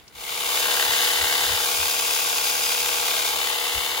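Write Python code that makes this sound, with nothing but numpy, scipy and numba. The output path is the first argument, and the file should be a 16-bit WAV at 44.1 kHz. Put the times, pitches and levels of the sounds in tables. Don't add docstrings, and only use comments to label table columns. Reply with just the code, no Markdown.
import sys
import numpy as np
from scipy import signal
from scipy.fft import rfft, irfft
from scipy.io import wavfile
from scipy.ndimage import uniform_filter1d
from numba import njit

SR = 44100
rng = np.random.default_rng(int(sys.argv[2]) if len(sys.argv) > 2 else 0)


def waveform_to_disk(signal):
    frames = np.transpose(np.atleast_2d(signal))
    scaled = np.clip(frames, -1, 1) * 32767
    samples = np.round(scaled).astype(np.int16)
    wavfile.write(sys.argv[1], SR, samples)


N = 176400
CRANK_HZ, STROKE_AT_TURNS = 35.868, .06


def undb(db):
    return 10 ** (np.asarray(db) / 20)


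def unit(x):
    return x / np.sqrt(np.mean(x ** 2))


def curve(table, column=1):
    rows = np.array(table)
    return np.interp(np.arange(N) / SR, rows[:, 0], rows[:, column])


def gains(points):
    hz, db = np.array(points).T
    return undb(np.interp(np.log(np.fft.rfftfreq(N, 1 / SR) + 1), np.log(hz), db))


def colour(x, points):
    return irfft(rfft(x) * gains(points), N)


def highpass(x, hz):
    return signal.sosfilt(signal.butter(4, hz, "high", fs=SR, output="sos"), x)


def ring(x, modes):
    return sum((-1) ** k * undb(db) * signal.lfilter(*signal.iirpeak(hz, hz / width, SR), x)
               for k, (hz, width, db) in enumerate(modes))


@njit
def moving_band(x, hz, width_hz):
    y, band_state, low_state = np.empty(len(x)), 0., 0.
    for i in range(len(x)):
        g, damping = np.tan(np.pi * hz[i] / SR), width_hz / hz[i]
        band = (band_state + g * (x[i] - low_state)) / (1 + g * (g + damping))
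        band_state = 2 * band - band_state
        low_state += 2 * g * band
        y[i] = damping * band
    return y


def drift(rate_hz):
    step = int(SR / rate_hz)
    return unit(uniform_filter1d(np.repeat(rng.standard_normal(N // step + 1), step), step)[:N])


def spread(pair, width):
    return unit(pair[0] + width * np.array([[1], [-1]]) * pair[1])


def noise(points, width):
    return unit(colour(spread(rng.standard_normal((2, N)), width), points))


def whine(turns, tones, waver_db, blur_rad):
    total = np.zeros(N)
    for order, db in tones:
        amplitude = np.sqrt(2) * undb(db + waver_db * drift(13))
        phase = 2 * np.pi * (order * turns + rng.random()) + blur_rad * drift(40)
        total += amplitude * np.sin(phase)
    return total


# (frequency [Hz], relative level [dB])
AIR_SPECTRUM = [(20, -37), (40, 6), (68, 11.5), (110, 6), (250, 1.5), (1000, -3), (4000, -20), (16000, -60)]
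def open_air():
    return undb(-55) * noise(AIR_SPECTRUM, width=.56)


def opening_rustle(t):
    rustle = undb(-55) * noise([(200, -14), (800, 0), (3500, 7), (5000, -17), (15000, -30)], width=.7)
    hum = undb(-64) * unit(np.sin(2 * np.pi * 487 * t))
    return np.exp(-(t / .035) ** 2) * (rustle + hum)


def tick(t, at_s=.0785, decay_s=.008):
    envelope = undb(-42.5) * (t > at_s) * np.exp(-abs(t - at_s) / decay_s)
    return envelope * noise([(500, -18), (2500, 0), (5500, 9), (15000, -29)], width=.97)


# (time [s], Gaussian sigma [s], level [dB])
WIND_BUMPS = [(0.89, .025, -45), (1.243, 0.021, -42.5), (1.43, .05, -49), (1.526, 0.036, -40.5),
              (1.82, 0.043, -47.5), (3.777, 0.014, -37)]
# (frequency [Hz], relative level [dB])
WIND_SPECTRUM = [(20, -25), (40, -12), (65, -7), (90, -8.5), (140, -22), (300, -55), (1000, -60)]
def wind(t):
    gusts = sum(undb(db) * np.exp(-.5 * ((t - at) / sigma) ** 2) for at, sigma, db in WIND_BUMPS)
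    return gusts * noise(WIND_SPECTRUM, width=.29)


# (time [s], nearness [0 far, 1 near])
NEARNESS = [(.55, 0.085), (.8, 0.15), (1.5, 0.3), (1.8, 1), (3.0, 0.98), (3.25, 0.7), (3.45, 0)]
# (frequency [Hz], width [Hz], relative depth [dB])
HOLLOWS = [(2475, 260, -1), (5760, 1400, -7.5)]
# (time [s], frequency [Hz])
TWIST = [(0, 1960), (.4, 2120), (.65, 2310), (1.05, 2680), (1.45, 2640), (1.8, 1990), (3.25, 2020),
         (3.5, 2530), (4, 2840)]
# (frequency [Hz], left lead [rad])
PORT_PHASE = [(0, 0), (500, .4), (950, 1.25), (1350, .6), (1850, 1.25), (3000, 1.8), (4200, .9),
              (5100, 1.3), (7300, -.9), (8300, -2.7), (8700, -3.1), (10900, -6.3), (13300, -9.4),
              (15300, -12.4)]
# (frequency [Hz], left minus right [dB])
PORT_BALANCE = [(100, 2.2), (450, 3), (660, 1), (970, 6), (1350, 2), (1850, .8), (2350, 2.2), (2900, 5.6),
                (4300, 2.8), (5700, 4.8), (6500, -.5), (8000, 0)]
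def microphone_paths(x, hollow_depth=.54, twist_width_hz=600., alike_width_hz=230.):
    x = x - hollow_depth * (1 - curve(NEARNESS)) * sum(ring(x, [hollow]) for hollow in HOLLOWS)
    twist_hz = curve(TWIST)
    mid, side = (x[0] + x[1]) / 2, (x[0] - x[1]) / 2
    side = side - moving_band(side, twist_hz - twist_width_hz / 2, alike_width_hz)
    left, right = mid + side, mid - side
    right = right - 2 * moving_band(right, twist_hz, twist_width_hz)
    lead_rad = np.interp(np.fft.rfftfreq(N, 1 / SR), *np.array(PORT_PHASE).T)
    tilt = np.sqrt(gains(PORT_BALANCE))
    return np.array([irfft(rfft(left) * tilt, N), irfft(rfft(right) / tilt * np.exp(-1j * lead_rad), N)])


# (time [s], gearbox [dB], bar [dB], scrape [dB], hiss [dB])
LEVELS = [(0.12, -69, -61, -61, -63.5), (0.16, -52, -56, -45.5, -49.5), (0.21, -45.5, -53, -43, -44.5),
          (0.3, -40, -46, -34.5, -38), (0.51, -33.5, -41, -29, -30.5), (0.66, -31, -31, -27, -29.5),
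          (0.95, -31.5, -30.5, -25.5, -29), (1.54, -32, -34, -26, -30), (1.77, -34, -35, -28.5, -29.5),
          (2.56, -34.5, -34.5, -30, -30), (3.19, -33, -34, -27, -31), (3.64, -34.5, -47, -29.5, -33),
          (3.96, -35, -43, -30, -34.5)]
GEARBOX_COL, BAR_COL, SCRAPE_COL, HISS_COL = 1, 2, 3, 4
# (order [x crank rate], level [dB re gearbox envelope])
MOTOR_TONES = [(2, -28), (4, -35), (5, -29.5), (6, -36.5), (13.6, -11), (18, -13.5), (24, -16.5)]
def motor(turns):
    return undb(curve(LEVELS, GEARBOX_COL)) * whine(turns, MOTOR_TONES, waver_db=-1, blur_rad=.39)


# (time [s], level [dB])
MESH_LEVEL = [(0.12, -71), (0.27, -51), (0.53, -40.5), (1.4, -41), (2.0, -40.5), (2.78, -37.5), (3.1, -44),
              (3.96, -57)]
# (order [x crank rate], level [dB re mesh envelope])
MESH_TONES = [(134, -10), (138, 0)]
# (order [x crank rate], level [dB re hiss envelope])
HIGH_GEAR_TONES = [(202, -17), (204, -17.5)]
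def gears(turns, load_swing=.35):
    load = 1 + load_swing * np.cos(4 * np.pi * (turns - STROKE_AT_TURNS))
    mesh = undb(curve(MESH_LEVEL)) * load * whine(turns, MESH_TONES, waver_db=1.5, blur_rad=.17)
    thin = undb(curve(LEVELS, HISS_COL)) * whine(turns, HIGH_GEAR_TONES, waver_db=2, blur_rad=.5)
    return mesh + thin


# (position [turns], relative level [dB])
KNOCKS = [(.138, -5), (.436, -.5), (.515, -1), (.595, -1), (.686, -4.4), (.912, -5.2), (.995, -.1)]
def knocks(turns, jitter_s=.0001, scatter_db=1.3):
    hits, count = np.zeros(N), int(turns[-1]) + 1
    for position, db in KNOCKS:
        late, size = rng.standard_normal((count, 2)).T
        at = np.interp(np.arange(count) + position, turns, np.arange(N), right=2 * N)
        at += late * jitter_s * SR
        inside = (at >= 0) & (at < N)
        np.add.at(hits, at[inside].astype(int), undb(db + scatter_db * size[inside]))
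    return unit(hits)


def rattle(hits, decay_s=.0036):
    envelope = signal.lfilter([1], [1, -np.exp(-1 / (decay_s * SR))], hits)
    return unit(envelope * rng.standard_normal((2, N)))


# (frequency [Hz], width [Hz], gain [dB])
GEARBOX_MODES = [(318, 80, -3), (454, 84, -2.5), (677, 187, 2.5), (810, 182, 2.5), (1141, 186, 4),
                 (856, 34, -1.5)]
# (frequency [Hz], width [Hz], gain [dB])
BAR_MODES = [(1301, 186, -4), (1610, 158, -1), (1894, 160, -1)]
def gearbox_and_bar(hits, housing_trim_db=1):
    loose = highpass(spread(rattle(hits), width=.4), 600)
    housing = unit(highpass(ring(hits + undb(-1.5) * loose, GEARBOX_MODES), 287))
    bar = unit(highpass(ring(hits + undb(6.5) * loose, BAR_MODES), 1014))
    housing_db = housing_trim_db + curve(LEVELS, GEARBOX_COL)
    return undb(housing_db) * housing + undb(curve(LEVELS, BAR_COL)) * bar


def friction(turns, grip_db, swing_db, grains_per_s=14000, uneven=.5):
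    angle = 2 * np.pi * (turns - STROKE_AT_TURNS)
    stroke = np.cos(2 * angle) - uneven * np.cos(angle)
    grains = unit((rng.random((2, N)) < grains_per_s / SR) * rng.standard_normal((2, N)))
    return grains * undb(swing_db * stroke + grip_db)


# (frequency [Hz], relative level [dB])
HISS_SPECTRUM = [(150, -28), (600, -14), (2000, -7), (4000, -2), (5300, -1.5), (6400, .5), (7800, -1.3),
                 (9300, .2), (11000, -.7), (13000, -3), (14800, -.3), (15800, -3)]
# (frequency [Hz], width [Hz], gain [dB])
HISS_MODES = [(6520, 220, -11), (8290, 170, 2), (14780, 220, -2)]
# (frequency [Hz], gain [dB])
HISS_SIDE = [(7500, -3), (8300, -11)]
def blade_hiss(turns, hits, grip_db, chatter_db=-13, trim_db=6):
    mid, side = friction(turns, grip_db, swing_db=.6) + undb(chatter_db) * rattle(hits)
    slide = spread((mid, colour(side, HISS_SIDE)), width=.98)
    hiss = colour(slide + sum(ring(slide, [mode]) for mode in HISS_MODES), HISS_SPECTRUM)
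    return undb(trim_db + curve(LEVELS, HISS_COL)) * unit(hiss)


# (frequency [Hz], width [Hz], far gain [dB], near gain [dB])
BLADE_MODES = [(2138, 455, -1, -9.5), (2540, 250, -22, -1), (2797, 185, -22, -1), (3185, 317, 1.5, 0.5),
               (3225, 140, 0.5, 4.5), (3620, 310, -2.5, -5), (4253, 260, -5.5, -7.5),
               (4827, 166, -5.5, -5.5), (5580, 170, -17.5, -12)]
def blade_scrape(turns, hits, grip_db, chatter_db=-8.5, clack_db=-11, trim_db=1):
    rub = friction(turns, grip_db, swing_db=1.5) + undb(chatter_db) * rattle(hits)
    contact = spread(rub, width=.55) + undb(clack_db) * hits
    near = curve(NEARNESS)
    scrape = np.zeros((2, N))
    for k, (hz, width, far_db, near_db) in enumerate(BLADE_MODES):
        gain = undb(far_db + near * (near_db - far_db))
        scrape += (-1) ** k * gain * ring(contact, [(hz, width, 0)])
    return undb(trim_db + curve(LEVELS, SCRAPE_COL)) * unit(scrape)


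def scene():
    t = np.arange(N) / SR
    turns = CRANK_HZ * t + .0018 * drift(5)
    hits = knocks(turns)
    drive = motor(turns) + gears(turns) + gearbox_and_bar(hits)
    grip_db = .5 * drift(140) + .47 * drift(25.53)
    blades = blade_scrape(turns, hits, grip_db) + blade_hiss(turns, hits, grip_db)
    background = tick(t) + opening_rustle(t) + open_air() + wind(t)
    return background + microphone_paths(drive + blades)


def record(dry, top_hz=15800):
    return signal.sosfilt(signal.ellip(10, .2, 80, top_hz, fs=SR, output="sos"), dry)


dry = scene()
out = record(dry)
waveform_to_disk(out)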